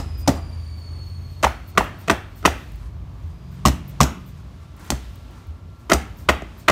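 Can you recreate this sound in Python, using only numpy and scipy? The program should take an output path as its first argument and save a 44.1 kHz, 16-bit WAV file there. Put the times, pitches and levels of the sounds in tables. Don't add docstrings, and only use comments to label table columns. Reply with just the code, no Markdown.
import sys
import numpy as np
from scipy import signal
from scipy.fft import rfft, irfft, next_fast_len
from scipy.io import wavfile
from scipy.ndimage import map_coordinates

SR = 44100
rng = np.random.default_rng(int(sys.argv[2]) if len(sys.argv) > 2 else 0)


def attenuation_scalar(level_db):
    decades = np.asarray(level_db, float) / 20
    return 10 ** decades


def put_to_file(sound):
    columns = np.atleast_2d(sound).T
    safe = np.clip(columns, -1, 1)
    whole_steps = np.round(safe * 32767)
    wavfile.write(sys.argv[1], SR, whole_steps.astype(np.int16))


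N = 295911
LEAD = SR // 4

THUD, LOW, DULL, MID, HIGH = 400, 667, 885, 1116, 1320
# t/s, knock level/dB, crack level/dB, clatter level/dB, bench level/dB, face ring f/Hz, shot ring f/Hz
BLOWS = [(-.0127, -7.5, -19, -13.5, -18, DULL, DULL), (.2757, -8, -20, -6, -4, DULL, LOW),
         (1.4312, -13.5, -11, -14, -21.5, LOW, LOW), (1.4412, -2, -3, -12.5, -20.5, MID, DULL),
         (1.7748, -4, -1.5, -11, -15, HIGH, MID), (2.0973, -6, -1, -10.5, -10, MID, MID),
         (2.451, -4, -0.5, -14, -11.5, MID, MID), (3.6528, 0, -17.5, -1.5, -4, MID, MID),
         (4.0045, 1, -8.5, -2, -3.5, MID, LOW), (5.9163, -5.5, 1, -11, -7, HIGH, LOW),
         (6.2885, -5, 1.5, -13, -11, HIGH, LOW), (6.683, -8, 3, -12.5, -17, HIGH, LOW),
         (6.696, -5, -9, -12.5, -7.5, MID, LOW)]
# t/s, knock level/dB, clatter level/dB, ring f/Hz
ROCKS = [(.2768, -3, -30, LOW), (.2825, -9, -30, LOW), (.286, -18.5, -20, HIGH), (.291, -21, -17, LOW),
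         (1.45, -7, -45, LOW), (1.4665, -4, -38, DULL), (1.7795, -9.5, -30, LOW), (1.7805, -9, -27.5, THUD),
         (1.79, -22.5, -21, LOW), (1.8076, -5, -34, DULL), (2.102, -10.5, -32, THUD),
         (2.111, -12, -16.5, THUD), (2.12, -21, -22.5, MID), (2.455, -5, -21, THUD),
         (2.4574, -2, -12.5, LOW), (2.4616, -11.5, -7, HIGH), (2.473, -16, -30, HIGH),
         (2.4765, -7, -24, DULL), (3.6538, -8, -35, LOW), (3.667, -7.5, -15.5, LOW),
         (3.673, -17, -11, DULL), (3.683, -26, -9.5, HIGH), (3.692, -30, -21, LOW), (4.0058, -8, -35, DULL),
         (4.0183, -14, -13, LOW), (4.024, -22, -16, LOW), (4.0312, -27.5, -6.5, DULL),
         (4.039, -28, -19.5, LOW), (5.933, -31, -4, HIGH), (5.937, -35, -10, HIGH), (5.946, -17, -37, HIGH),
         (6.2956, -5, -16.5, MID), (6.2974, -10, -27, THUD), (6.3005, -14, -24, MID),
         (6.304, -26, -29, LOW), (6.7015, -2, -30, THUD)]
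# t/s, knock level/dB, crack level/dB, ring f/Hz
GRAZES = [(.261, -41, -35, MID), (.3195, -45, -38, LOW), (1.4282, -30, -19, MID), (1.7514, -36, -39, HIGH),
          (1.763, -33, -44, MID), (2.077, -32, -23, MID), (2.0814, -18.5, -14.5, HIGH),
          (2.083, -16, -33, THUD), (2.4275, -34, -35, HIGH), (2.44, -29, -45, HIGH),
          (2.444, -27, -39, HIGH), (5.8958, -21.5, -24, MID), (5.899, -18.5, -10, HIGH),
          (5.908, -16.5, -15, HIGH), (6.2867, -13.5, -16, MID), (6.4205, -26, -30, LOW),
          (6.6798, -17, -17, HIGH)]
# t/s, knock level/dB, ring f/Hz, crack level/dB, clatter level/dB, bench level/dB
SET_DOWN = [
    (4.9034, -25, LOW, -39, -2.5, -14),
    (4.92, -23, LOW, -22, -33, -11),
]
# start t/s, end t/s
SIDE_BLOW_SPANS = [
    (1, 3),
    (5.5, 7),
]
SHOT_KNOCK_DB = {"top": -7.5, "side": 1}
# f/Hz, bandwidth/Hz, level/dB
HOUSING_MODES = [(1181, 264, 0.5), (1610, 480, -2.5), (1887, 142, 3.5), (2070, 307, -2.5), (2574, 200, -3),
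                 (2960, 250, -4.5), (3480, 1000, -10.5)]
# f/Hz, bandwidth/Hz, level/dB
BENCH_DOWN_MODES = [(130, 17.8, -2), (217.6, 30.3, -5), (271.7, 34.6, -3), (327, 76, -12.5),
                    (589, 73, -9.5)]
# f/Hz, bandwidth/Hz, level/dB
BENCH_SIDE_MODES = [(175.4, 62, -3), (216.3, 36, -3), (297, 58, -5), (400, 39, 0.5), (670.7, 33, 0.5)]
# f/Hz, level/dB per Hz
SHEET_SPECTRUM = [(300, -11.5), (480, -12), (680, 5), (900, -7), (1200, -2), (1600, -24.5), (2400, -26),
                  (4000, -50)]
# f/Hz, level/dB per Hz
CLATTER_SPECTRUM = [(880, 4), (1500, -13.5), (2240, -5), (4930, -3), (5900, 0), (8450, -6), (10500, -16.5),
                    (11800, -13), (15100, -18.5), (15900, -30.5), (16400, -53)]
# f/Hz, level/dB per Hz
TOP_SPECTRUM = [(7000, -34), (9500, -3), (11000, -4), (13000, 7), (15500, 0), (16000, -18.5), (16400, -120)]
# f/Hz, decay time T60/s
SHOP_T60 = [(100, 0.79), (500, 0.29), (1500, 0.48), (2900, 0.48), (4500, 0.32), (8000, 0.3), (15000, 0.32)]
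# t/s, peak level/dB, f/Hz
SWAYS = [(0.283, -23, 66), (1.444, -20, 68.25), (1.784, -24, 53.6), (2.112, -28, 66.6),
         (2.464, -22.5, 71.8), (3.235, -26, 80.7), (3.659, -13.5, 65.5), (4.007, -14.5, 67.3),
         (4.918, -22, 62.2), (5.473, -26.5, 77.2), (5.932, -17, 67), (6.295, -20, 68.8), (6.69, -21, 64)]
# t/s, peak level/dB, length/s, lower rattle level/dB
SHOT_SLIDES = [(0.184, -36, 0.0322, -18), (0.348, -48, 0.025, -5.5), (0.775, -52, 0.045, -16),
               (1.054, -50, 0.05, -20), (1.305, -54, 0.0385, -12), (1.6782, -39, 0.029, -20),
               (1.993, -41.5, 0.033, -15), (2.36, -41, 0.0413, -17), (3.2853, -63, 0.027, -5),
               (3.518, -50, 0.038, -23), (3.8832, -37.5, 0.024, -24), (4.2665, -44, 0.039, -18),
               (4.858, -52.5, 0.03, -14), (5.787, -57, 0.047, -8), (6.174, -40.5, 0.061, -15),
               (6.581, -41.5, 0.038, -14.5)]
# f/Hz, level/dB per Hz
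FINE_SHOT_SPECTRUM = [(5880, -48), (10000, -17.5), (10300, -25.5), (14100, -5), (15700, -16.5),
                      (16400, -25.5)]
# t/s, peak level/dB
TICKS = [(1.8413, -30), (2.7185, -39), (2.7334, -46), (2.7576, -39), (4.764, -38), (4.7965, -38),
         (4.815, -42), (4.8444, -35), (4.863, -38.5), (5.1564, -36), (5.31, -47), (5.328, -55.5),
         (5.384, -56), (5.47, -43)]
# t/s, length/s, level/dB
RUBS = [
    (.33, 0.055, -66),
    (0.617, 0.11, -65),
    (2.76, 0.14, -56),
    (3.494, 0.13, -58),
    (4.352, 0.076, -59),
    (4.593, 0.075, -59),
    (4.765, 0.23, -47),
    (5.305, 0.15, -56.5),
]
# f/Hz, level/dB per Hz
RUB_SPECTRUM = [(400, -27), (1000, 8), (3000, -6.5), (8000, -10.5), (11000, -16), (15500, -19),
                (16200, -120)]
# t/s, firing f/Hz, level/dB
ENGINE = [
    (0, 80.04, -31),
    (.5, 81.68, -33),
    (.9, 84.85, -33),
    (1.3, 87.24, -33),
    (1.5, 92, -40),
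    (2, 97.5, -38),
    (2.5, 96, -47),
    (3.1, 99, -45.5),
    (3.35, 99, -58),
    (6.71, 98, -62),
]
# multiple of firing f, level/dB
ENGINE_ORDERS = [(0.99, 0), (4 / 3, -14.5), (1.55, -15), (0.74, -15)]
# t/s, shaft f/Hz, level/dB
TRUCK = [
    (0, 37.1, -77),
    (2.45, 37, -62),
    (2.7, 37.97, -50.5),
    (2.95, 40.04, -48),
    (3.25, 42.5, -46),
    (3.6, 45.46, -42),
    (4.1, 46.48, -45),
    (4.5, 46.55, -47),
    (4.9, 46.03, -63),
    (6.71, 46, -83.5),
]
# multiple of shaft f, level/dB
TRUCK_ORDERS = [(3, 0), (3.6, -7), (4, -6), (2.5, -6)]
# t/s, f/Hz, level/dB
HUM = [
    (0, 54.52, -35.5),
    (1.5, 56, -57),
    (2.8, 54.05, -38.5),
    (3.2, 56.26, -43),
    (3.5, 57.54, -55),
    (6.71, 55.8, -54),
]
# t/s, level/dB
WHINE_LEVEL = [(0, -60), (.15, -58), (.5, -57.5), (.7, -54), (1, -55.5), (1.4, -61), (1.6, -69), (2.4, -74),
               (3.1, -87), (6.71, -120)]
# multiple, level/dB, level change while coasting/dB per s
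WHINE_ORDERS = [(.5, -8, -11), (1, 0, 0), (1.5, -21, 5.5), (2, -14, -1), (3, -31, 6)]
# f/Hz, start t/s, end t/s, level/dB
FAN_TONES = [
    (1120, 0, 6.71, -69),
    (1168, 0, 6.71, -69),
    (1362, 4.6, 6.3, -65),
    (4888, 3.35, 3.7, -72),
    (4199, 5, 5.8, -82),
]
# t/s, level/dB
TRAFFIC = [(0.0, -32.5), (0.49, -43), (1.23, -35), (2.34, -40), (2.75, -38), (3.96, -38.5), (4.67, -42),
           (4.88, -41), (5.12, -39), (5.49, -41), (6.09, -36.5), (6.71, -39)]
# t/s, level/dB
BUSTLE = [(0.0, -57), (1.12, -59), (1.42, -61), (2.04, -55.5), (2.24, -60), (2.6, -51.5), (2.86, -63),
          (3.36, -62), (3.91, -57), (4.43, -61), (4.82, -61), (4.97, -53.5), (5.64, -64.5), (5.9, -63),
          (6.09, -59), (6.71, -58.5)]
# f/Hz, level/dB per Hz
RUMBLE_SPECTRUM = [(15, -34.5), (25, -25), (49, 5), (65, 8.5), (81, -0.5), (120, -4.5), (160, -46),
                   (260, -120)]
# f/Hz, level/dB per Hz
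DRONE_SPECTRUM = [(50, -26), (85, 3.5), (107, -5), (167, -10), (243, -21), (317, -26.5), (420, -24.5),
                  (550, -48.5), (920, -120)]
# f/Hz, level/dB per Hz
NOISE_SPECTRUM = [(180, 2.5), (300, 0.5), (476, -9.5), (565, -6.5), (689, -6.5), (747, -9.5), (1060, -8.5),
                  (1130, -13), (1320, -11), (1480, -16), (2600, -26.5), (3380, -30), (5720, -120)]
# f/Hz, level/dB per Hz
HISS_SPECTRUM = [(1000, -29.5), (1700, -4), (1910, -8.5), (2040, -5), (3870, -7.5), (4150, -9),
                 (4470, -9.5), (5620, -12), (10500, -21.5), (13600, -39), (22000, -120)]

SHOT_CRACK_DB, FACE_CLATTER_DB = -6.5, -7
SHOT_LAG_S, LAG_S_PER_DB, LEAST_LAG_S = 0.005596, .0004, 0.00329
ROCK_CRACK_DB, ROCK_BENCH_DB, ROCK_FADE_DB_PER_S = -4, -3, 147
GRAZE_CLATTER_DB, GRAZE_BENCH_DB = -7, 0.5
RING_SCATTER = .01
STRIKE_DB, STRIKE_S = 6, .0003
SWAY_T60_S, TICK_S = 0.21, .004
WHINE_HZ, WHINE_DROP_HZ, COAST_S, COAST_BEND = 4325, 770, .56, 1.45
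FAR_T60_S, FAR_WET_DB = 1.3, -1.5
RUMBLE_DB, DRONE_DB = -2, -5.5
NOISE_DB, HISS_DB, TOP_DB = 11, 0.04, -14
NOISE_FOLLOWS, TOP_FOLLOWS = 0.41, 0.94


def unit(x):
    return x / np.sqrt(np.mean(x ** 2) + 1e-20)


def along(points, hz):
    f, v = np.transpose(points)
    return np.interp(np.log(hz + 1), np.log(f + 1), v)


def curves(rows):
    s, *cols = np.transpose(rows)
    return [np.interp(np.arange(N) / SR, s, c) for c in cols]


def wobble(rate):
    knots = rng.standard_normal(int(N * rate / SR) + 4)
    return map_coordinates(knots, [np.arange(N) * rate / SR])


def filtered(x, response):
    m = next_fast_len(len(x) + SR // 2)
    return irfft(rfft(x, m) * response(np.fft.rfftfreq(m, 1 / SR)), m)[:len(x)]


def coloured(spectrum, size=N):
    return unit(filtered(rng.standard_normal(size), lambda hz: attenuation_scalar(along(spectrum, hz))))


def modes(peaks):
    def response(f):
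        total = 0
        for k, (centre, width, db) in enumerate(peaks):
            damping = 1j * f * width
            total = total + (-1) ** k * attenuation_scalar(db) * damping / (centre * centre - f * f + damping)
        return total
    return response


def add(track, s, sound):
    part = track[LEAD + round(s * SR):][:len(sound)]
    part += sound[:len(part)]


def swell(t, length):
    return (1 - np.exp(-t / (0.036 * length))) * np.exp(-t / length)


def hump(t, length, power):
    return np.sin(np.pi * np.clip(t / length, 0, 1)) ** power


def is_sideways(s):
    return any(a < s < b for a, b in SIDE_BLOW_SPANS)


def contacts():
    rows = list(SET_DOWN)
    for s, db, crack_db, clatter_db, bench_db, face_hz, shot_hz in BLOWS:
        rows.append((s, db, face_hz, crack_db, clatter_db + FACE_CLATTER_DB, bench_db))
        shot_s = s + max(LEAST_LAG_S, SHOT_LAG_S + LAG_S_PER_DB * db)
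        shot_db = db + SHOT_KNOCK_DB["side" if is_sideways(s) else "top"]
        rows.append((shot_s, shot_db, shot_hz, crack_db + SHOT_CRACK_DB, clatter_db, bench_db))
    for s, db, clatter_db, hz in ROCKS:
        blow = max(row for row in BLOWS if row[0] < s)
        bench_db = blow[4] + ROCK_BENCH_DB - ROCK_FADE_DB_PER_S * (s - blow[0])
        rows.append((s, db, hz, (db + clatter_db) / 2 + ROCK_CRACK_DB, clatter_db, bench_db))
    for s, db, crack_db, hz in GRAZES:
        rows.append((s, db, hz, crack_db, crack_db + GRAZE_CLATTER_DB, db + GRAZE_BENCH_DB))
    return rows


def blows():
    size = N + LEAD
    ring, knock, chatter, snap, bright, slam, down, side = np.zeros((8, size))
    t = np.arange(SR // 20) / SR
    for s, db, hz, crack_db, clatter_db, bench_db in contacts():
        hz = hz * (1 + RING_SCATTER * rng.standard_normal())
        held = hump(t, 0.0047, 0.55) + 0.3 * swell(t, 0.0035)
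        add(ring, s, attenuation_scalar(db - 5.5) * held * np.sin(2 * np.pi * hz * t))
        add(knock, s, attenuation_scalar(db - 5.5) * swell(t, 0.0027))
        add(slam, s, attenuation_scalar(clatter_db - 35.0) * swell(t, 0.012))
        add(chatter, s, attenuation_scalar(crack_db + 6.5) * swell(t, 0.0034))
        add(snap, s, attenuation_scalar(crack_db + STRIKE_DB) * hump(t, STRIKE_S, 1))
        add(bright, s, attenuation_scalar(clatter_db - 5) * swell(t, 0.0027))
        push = side if is_sideways(s) else down
        add(push, s, attenuation_scalar(bench_db + 13.0) * hump(t, 0.0012, 1))
    casting = filtered(chatter * rng.standard_normal(size) + snap, modes(HOUSING_MODES))
    clinks = attenuation_scalar(2.7 * rng.standard_normal(size // 30 + 1)).repeat(30)[:size]
    steel = bright * clinks * coloured(CLATTER_SPECTRUM, size=size)
    bench = filtered(down, modes(BENCH_DOWN_MODES)) + filtered(side, modes(BENCH_SIDE_MODES))
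    rest = casting + steel + bench + slam * coloured(TOP_SPECTRUM, size=size)
    sheet = knock * coloured(SHEET_SPECTRUM, size=size)
    room = workshop(attenuation_scalar(-11) * ring + sheet + rest)
    return (ring + rest + attenuation_scalar(-9.5) * room)[LEAD:]


def workshop(x):
    hz, t, z = signal.stft(rng.standard_normal((40, SR // 3)), SR, nperseg=256)
    late = attenuation_scalar(-60 * t / along(SHOP_T60, hz)[:, None])
    scatter = attenuation_scalar(3.5 - 60 * t / 0.061)
    tails = signal.istft(z * (late + scatter), SR, nperseg=256)[1]
    tails = tails * (1 - np.exp(-np.arange(tails.shape[1]) / SR / 0.0015))
    wet = np.zeros(len(x) + SR)
    step = SR // 300
    for k, start in enumerate(range(0, len(x), step)):
        part, tail = x[start:start + step], tails[k % len(tails)]
        if np.abs(part).max() > 2e-3:
            echo = signal.fftconvolve(part, tail / np.linalg.norm(tail))
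            wet[start:start + len(echo)] += echo
    return wet[:len(x)]


def sways():
    track, t = np.zeros(N + LEAD), np.arange(SR // 2) / SR
    for s, db, hz in SWAYS:
        envelope = attenuation_scalar(db + 11.5 - 60 * t / SWAY_T60_S) * (1 - np.exp(-t / 0.023))
        add(track, s, envelope * np.sin(2 * np.pi * hz * t))
    return track[LEAD:]


def grains():
    return attenuation_scalar(2.5 * rng.standard_normal(N // 20 + 1)).repeat(20)[:N]


def shot():
    fine, coarse, ticks = np.zeros((3, N + LEAD))
    t = np.arange(SR // 4) / SR
    for s, db, length, low_db in SHOT_SLIDES:
        pour = hump(t, 1.6 * length, 1 / 3) * np.exp(-t / 0.044)
        add(fine, s - .006, attenuation_scalar(db - 10.5) * pour)
        add(coarse, s + 0.0083, attenuation_scalar(db + low_db + 1.5) * pour)
    for s, db in TICKS:
        add(ticks, s, attenuation_scalar(db - 13.5) * swell(t, TICK_S))
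    low = coloured([(2500, -27.5), (4500, 7.5), (9500, 6.5), (12000, -37.5), (16000, -120)])
    click = coloured([(3000, -40.5), (7000, 0.5), (10000, 0), (14000, 3.5), (15800, 6.5), (16400, -120)])
    hiss = fine[LEAD:] * grains() * coloured(FINE_SHOT_SPECTRUM)
    rattle = coarse[LEAD:] * grains() * low
    return hiss + rattle + ticks[LEAD:] * click


def rubs():
    level, t = np.zeros(N + LEAD), np.arange(SR // 2) / SR
    for s, length, db in RUBS:
        add(level, s, attenuation_scalar(db) * hump(t, length, 0.53))
    return level[LEAD:] * attenuation_scalar(1.5 * wobble(84)) * coloured(RUB_SPECTRUM)


def machine(rows, orders, drift, drift_rate, flutter_db, flutter_rate):
    hz, db = curves(rows)
    turn = 2 * np.pi * np.cumsum(hz * (1 + drift * wobble(drift_rate))) / SR
    lines = sum(attenuation_scalar(level + flutter_db * wobble(flutter_rate)) * np.sin(k * turn) for k, level in orders)
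    return np.sqrt(2) * attenuation_scalar(db) * lines


def engines():
    engine = machine(ENGINE, ENGINE_ORDERS, 0.01918, 12, 1.77, 14)
    truck = machine(TRUCK, TRUCK_ORDERS, .015, 11, 3.5, 7)
    hum = machine(HUM, [(0.984, 0.0006)], 0.022, 8, 1.3, 5.6)
    return engine + truck + hum


def whine():
    t = np.arange(N) / SR
    hz = WHINE_HZ + WHINE_DROP_HZ * np.exp(-(t / COAST_S) ** COAST_BEND)
    coasting = np.transpose([t, hz, *curves(WHINE_LEVEL)])
    orders = [(k, db + change * np.minimum(t, 1.5)) for k, db, change in WHINE_ORDERS]
    return far(machine(coasting, orders, .009, 400, 3.5, 90))


def far(x):
    t = np.arange(SR // 2) / SR
    tail = rng.standard_normal(len(t)) * attenuation_scalar(-60 * t / FAR_T60_S)
    return x + attenuation_scalar(FAR_WET_DB) * signal.fftconvolve(x, tail / np.linalg.norm(tail))[:N]


def fans():
    total = np.zeros(N)
    for hz, a, b, db in FAN_TONES:
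        rows = [(a - .2, hz, db - 30), (a, hz, db), (b, hz, db), (b + .2, hz, db - 40)]
        total += machine(rows, [(1, 0)], .003, 90, 2, 25)
    return total


def background():
    (street_db,), (shop_db,) = curves(TRAFFIC), curves(BUSTLE)
    calm_db = shop_db.mean()
    swing_db = shop_db - calm_db
    rumble = attenuation_scalar(street_db + RUMBLE_DB + 1.9 * wobble(2.6)) * coloured(RUMBLE_SPECTRUM)
    drone = attenuation_scalar(street_db + DRONE_DB + 2.2 * wobble(8.8)) * coloured(DRONE_SPECTRUM)
    noise_db = calm_db + NOISE_FOLLOWS * swing_db + NOISE_DB + 1.5 * wobble(9)
    noise = attenuation_scalar(noise_db) * coloured(NOISE_SPECTRUM)
    stir = .9 * wobble(6.8)
    hiss = attenuation_scalar(shop_db + HISS_DB + stir) * coloured(HISS_SPECTRUM)
    top_db = calm_db + TOP_FOLLOWS * swing_db + TOP_DB + 1.5 * wobble(3)
    top = attenuation_scalar(top_db + stir) * coloured(TOP_SPECTRUM)
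    return rumble + drone + noise + hiss + top


def scene():
    near = blows() + sways() + shot() + rubs()
    machines = engines() + whine() + fans()
    return (near + machines + background())[None]


def top_cut(x):
    return signal.sosfilt(signal.butter(12, 16500, fs=SR, output="sos"), x)


def record(dry):
    def band(hz):
        return 1 / np.sqrt((1 + (hz / 15780) ** 360) * (1 + (40 / (hz + 1)) ** 8))
    x = filtered(dry[0], band)[None]
    x = x / (1 + np.abs(x) ** 6) ** (1 / 6)
    return top_cut(x)


dry = scene()
out = record(dry)
put_to_file(out)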